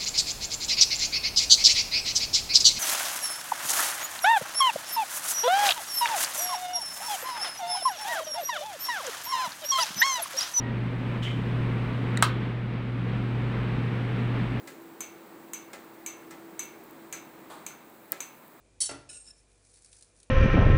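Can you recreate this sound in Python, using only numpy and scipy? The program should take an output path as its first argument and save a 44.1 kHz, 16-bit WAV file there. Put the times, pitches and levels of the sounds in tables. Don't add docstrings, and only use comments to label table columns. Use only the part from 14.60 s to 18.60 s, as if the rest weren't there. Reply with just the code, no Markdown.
import sys
import numpy as np
from scipy import signal
from scipy.fft import rfft, irfft
from scipy.io import wavfile

SR = 44100
rng = np.random.default_rng(int(sys.argv[2]) if len(sys.argv) > 2 else 0)


def persist_wave(psi):
    counts = np.round(np.clip(psi, -1, 1) * 32767).astype(np.int16)
    wavfile.write(sys.argv[1], SR, np.atleast_2d(counts).T)


N = 176400
TRAVEL_S = .0009


def from_db(db):
    return 10 ** (np.asarray(db) / 20)


def rms_one(x):
    return x / np.sqrt(np.mean(x ** 2) + 1e-20)


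def level(rows):
    return from_db(np.interp(np.arange(N) / SR, *np.transpose(rows)))


def at_hz(points, hz):
    freqs, values = np.transpose(points)
    return np.interp(np.log(np.maximum(hz, 1)), np.log(freqs), values)


def coloured(x, colour, tilt_db=0):
    hz = np.maximum(np.fft.rfftfreq(len(x), 1 / SR), 1)
    gain_db = at_hz(colour, hz) + tilt_db * np.log2(np.maximum(hz, colour[0][0]))
    return rms_one(irfft(rfft(x) * from_db(gain_db), len(x)))


def add(out, s, sound):
    i = int(s * SR)
    out[i:i + len(sound)] += sound[:N - i]


def fade(t, t60):
    return from_db(-60 * t / t60)


def ringing(modes, t):
    return sum(from_db(db + rng.standard_normal()) * fade(t, t60)
               * np.sin(2 * np.pi * (hz * t + rng.random())) for hz, db, t60 in modes)


def hiss():
    # (frequency [Hz], relative level [dB])
    hiss_colour = [(1000, -6), (3000, -8), (4000, -2), (5600, -9), (8200, 4), (9300, -8), (12000, -2.5),
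                   (14000, -3), (15300, 13.5), (15700, 2), (15900, -25)]
    # (frequency [Hz], relative level [dB])
    crackle_colour = [(6000, -18), (9500, -1), (11500, 9.5), (15500, 5.5)]
    # (time [s], level [dB])
    crackle_level = [(0, -105), (3.2, -101), (3.33, -67), (3.55, -62), (3.9, -65), (4, -67)]
    grains_per_s, whine_hz = 2200, 15338
    grains = rng.standard_normal(N) * (rng.random(N) < grains_per_s / SR)
    whine = from_db(-66.5) * np.sqrt(2) * np.sin(2 * np.pi * whine_hz * np.arange(N) / SR)
    steady = from_db(-62.5) * coloured(rng.standard_normal(N), hiss_colour)
    return steady + whine + level(crackle_level) * coloured(grains, crackle_colour)


def room_noise():
    # (frequency [Hz], relative level [dB])
    air_colour = [(25, -25), (60, -22), (100, -14), (130, -5.5), (160, -4), (220, -1), (330, -1), (450, -5),
                  (650, -4.5), (950, -3.5), (1700, -10), (2300, -13), (3000, -20.5), (4000, -21.5),
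                  (5500, -31.5), (9000, -45)]
    # (time [s], level [dB])
    air_level = [(0, -53), (2.2, -52.5), (3.0, -52), (3.4, -55), (4, -55)]
    # (time [s], level [dB])
    hum_level = [(0, -53), (.6, -53.5), (1.2, -56), (1.9, -52.5), (2.85, -57), (3.1, -61.5), (4, -71)]
    # (frequency [Hz], relative level [dB])
    rumble_colour = [(100, -29), (200, -4), (320, 2), (460, -1.5), (650, -10.5), (1500, -29)]
    hum_hz, width_hz, steady_share = 332, 7, .95
    t, hz = np.arange(N) / SR, np.fft.rfftfreq(N, 1 / SR)
    waver = rms_one(irfft(rfft(rng.standard_normal(N)) / (1 + ((hz - hum_hz) / width_hz) ** 2), N))
    hum = np.sqrt(2 * steady_share) * np.sin(2 * np.pi * hum_hz * t) + np.sqrt(1 - steady_share) * waver
    hum_gain = level(hum_level)
    rumble_gain = from_db(-56) * (hum_gain / hum_gain.mean()) ** 0.6
    rumble = rumble_gain * coloured(rng.standard_normal(N), rumble_colour)
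    air = level(air_level) * coloured(rng.standard_normal(N), air_colour)
    return hum_gain * hum + rumble + air


def scuff():
    # (frequency [Hz], relative level [dB])
    rub_colour = [(200, -29), (500, -4), (950, 0), (1300, -4), (2000, -15), (2900, -17.5), (4000, -14),
                  (5500, -26.5), (8000, -18), (10000, -23.5), (15000, -34)]
    start_s, rise_s, hold_s = 2.899, 0.0022, 0.02
    age = np.arange(N) / SR - start_s
    envelope = np.clip(age / rise_s, 0, 1) * fade(np.maximum(age - hold_s, 0), t60=0.55)
    return from_db(-44.5) * envelope * coloured(rng.standard_normal(N), rub_colour)


def ticks():
    # (time [s], peak level [dB])
    hits = [(0.105, -43), (0.220, -44), (1.247, -42), (1.349, -50), (2.040, -37), (2.0545, -34),
            (2.240, -38), (2.310, -35.5), (3.300, -41), (3.5201, -6.5), (3.881, -39)]
    # (frequency [Hz], relative level [dB], fade time [s])
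    tones = [(298, -41, 0.05), (5100, -25.5, 0.0015), (8900, -19, 0.002), (12200, -11.5, .002),
             (13400, -6, 0.0017), (15020, -4, 0.001)]
    rise_s = .00005
    out, t = np.zeros(N), np.arange(SR // 20) / SR
    tick = sum((-1) ** k * from_db(db) * fade(t, t60) * np.sin(2 * np.pi * hz * t)
               for k, (hz, db, t60) in enumerate(tones))
    tick *= 1 - np.exp(-t / rise_s)
    for s, db in hits:
        add(out, s, from_db(db) * tick / np.abs(tick).max())
    return out


def splash(echo_noise, colour, burst_db, burst_t60, echo_db, tilt_db=0):
    # (frequency [Hz], fade time [s])
    room_t60 = [(300, 0.62), (1000, 0.66), (2600, 0.41), (7000, 0.3), (13000, 0.15)]
    t, hz = np.arange(SR) / SR, np.fft.rfftfreq(SR, 1 / SR)
    burst = coloured(rng.standard_normal(SR), colour, tilt_db)
    spectrum = rfft(coloured(echo_noise, colour, tilt_db))
    edges_hz = np.geomspace(80, 20000, 12)
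    echoes = np.zeros(SR)
    for low, high in zip(edges_hz, edges_hz[1:]):
        band = irfft(spectrum * ((hz >= low) & (hz < high)))
        echoes += band * fade(t, at_hz(room_t60, np.sqrt(low * high)))
    return from_db(burst_db) * burst * fade(t, burst_t60) + from_db(echo_db) * echoes


def splats():
    # (time [s], gain [dB], brightness [dB per octave])
    drops = [(0.073, -3, 1.5), (1.131, -2, 0), (1.707, -5.5, 0), (2.529, -1.5, 0.5), (3.521, -0.5, 0)]
    # (frequency [Hz], relative level [dB])
    spray_colour = [(150, -28), (350, 3), (900, -3.5), (1400, -4), (2000, -0.5), (2900, -6.5), (4200, -8),
                    (5500, -11), (8000, -5.5), (10000, -15), (16000, -19)]
    # (frequency [Hz], base level [dB], fade time [s])
    floor_tones = [(555, -56, .5), (785, -57, .5), (1323, -50, .4), (1640, -47, .16), (1779, -50, .16),
                   (2040, -47, .17), (2498, -55, .2), (4204, -56, .12)]
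    rise_s = 0.0025
    out, t = np.zeros(N), np.arange(SR) / SR
    for s, db, tilt_db in drops:
        spray = splash(rng.standard_normal(SR), spray_colour,
                       burst_db=-33, burst_t60=0.039, echo_db=-44, tilt_db=tilt_db)
        ring = from_db(1.5) * ringing(floor_tones, t)
        add(out, s, from_db(db) * (1 - np.exp(-t / rise_s)) * (spray + ring))
    return out


def pipe_chirps(t, passes=7):
    # (frequency [Hz], base level [dB], decay of the first chirp [s])
    resonances = [(6050, -23.5, 0.0017), (11600, -40, .0014)]
    bounce_loss_db, rise_s = 11, 0.00031
    out = np.zeros(len(t))
    for k in range(passes):
        path_s = TRAVEL_S * (2 * k + 1) * (1 + 0.063 * rng.standard_normal())
        age = np.maximum(t - 2 * k * TRAVEL_S, 0)
        bent_time = np.sqrt(age * (age + 2 * path_s))
        slow_age = age / (k + 1)
        for hz, db, decay_s in resonances:
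            envelope = (1 - np.exp(-slow_age / rise_s)) ** 2 * np.exp(-slow_age / decay_s)
            chirp = np.sin(2 * np.pi * (hz * bent_time + rng.random()))
            out += from_db(db - bounce_loss_db * k) * envelope * chirp
    return out


def drips():
    # (time [s], gain of plop, chirps and spray [dB], gain of the ring [dB])
    drops = [(0.4060, 2.5, -0.5), (0.9340, 2, 0.5), (1.4620, 2.5, 2), (1.9927, 3.5, 3.5), (2.5260, 1, -0.5),
             (3.0643, 2, -5), (3.6042, 3, -1)]
    # (frequency [Hz], base level [dB], fade time [s])
    pipe_and_room_tones = [(2176, -54.5, .65), (2254, -54, .55), (2341, -55.5, .5), (2472, -61, .5),
                           (2671, -56, .5), (2691, -55.5, .55), (2931, -59, .45), (3257, -61, .45),
                           (3635, -61, .45), (4010, -63, .4), (6111, -41.5, .3), (6148, -39, .2),
                           (6207, -46, .22), (6264, -44, .28), (6315, -48, .2), (6458, -46.5, .2),
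                           (6600, -50, .17), (6873, -48, .27), (7052, -51, .22), (7600, -52, .18),
                           (7849, -51, .27), (8457, -52, .18), (11680, -51, .19)]
    # (frequency [Hz], base level [dB], fade time [s])
    plop_tones = [(1250, -42.5, 0.012), (2306, -35.5, 0.016), (3910, -43.5, 0.011)]
    # (frequency [Hz], relative level [dB])
    spray_colour = [(400, -31), (1000, -2), (1900, -5), (2300, -2), (3000, -7), (4000, -6), (5000, -12),
                    (6000, -14), (6200, 1.5), (7200, -7), (8200, 2), (9000, -5), (10900, -21), (11500, -4),
                    (11950, 2.5), (12500, -9), (16000, -13.5)]
    out, t = np.zeros(N), np.arange(SR) / SR
    low_cut = signal.butter(4, 6050, "high", fs=SR, output="sos")
    spot_noise, alike_share = rng.standard_normal(SR), 0.69
    for s, db, ring_db in drops:
        echo_noise = np.sqrt(alike_share) * spot_noise
        echo_noise += np.sqrt(1 - alike_share) * rng.standard_normal(SR)
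        ring = from_db(ring_db) * ringing(pipe_and_room_tones, t)
        plop = from_db(db) * ringing(plop_tones, t)
        chirps = signal.sosfilt(low_cut, pipe_chirps(t[:SR // 10]))
        spray = splash(echo_noise, spray_colour, burst_db=-38.5, burst_t60=0.026, echo_db=-44.5)
        add(out, s, (ring + plop) * (1 - np.exp(-t / TRAVEL_S)))
        add(out, s, from_db(db) * chirps)
        add(out, s, from_db(db) * spray)
    return out


def scene():
    return (drips() + splats() + ticks() + scuff() + room_noise() + hiss())[None]


def record(dry):
    cutoff_hz = 16300
    return signal.sosfilt(signal.ellip(10, .1, 70, cutoff_hz, fs=SR, output="sos"), dry)


dry = scene()
out = record(dry)
persist_wave(out)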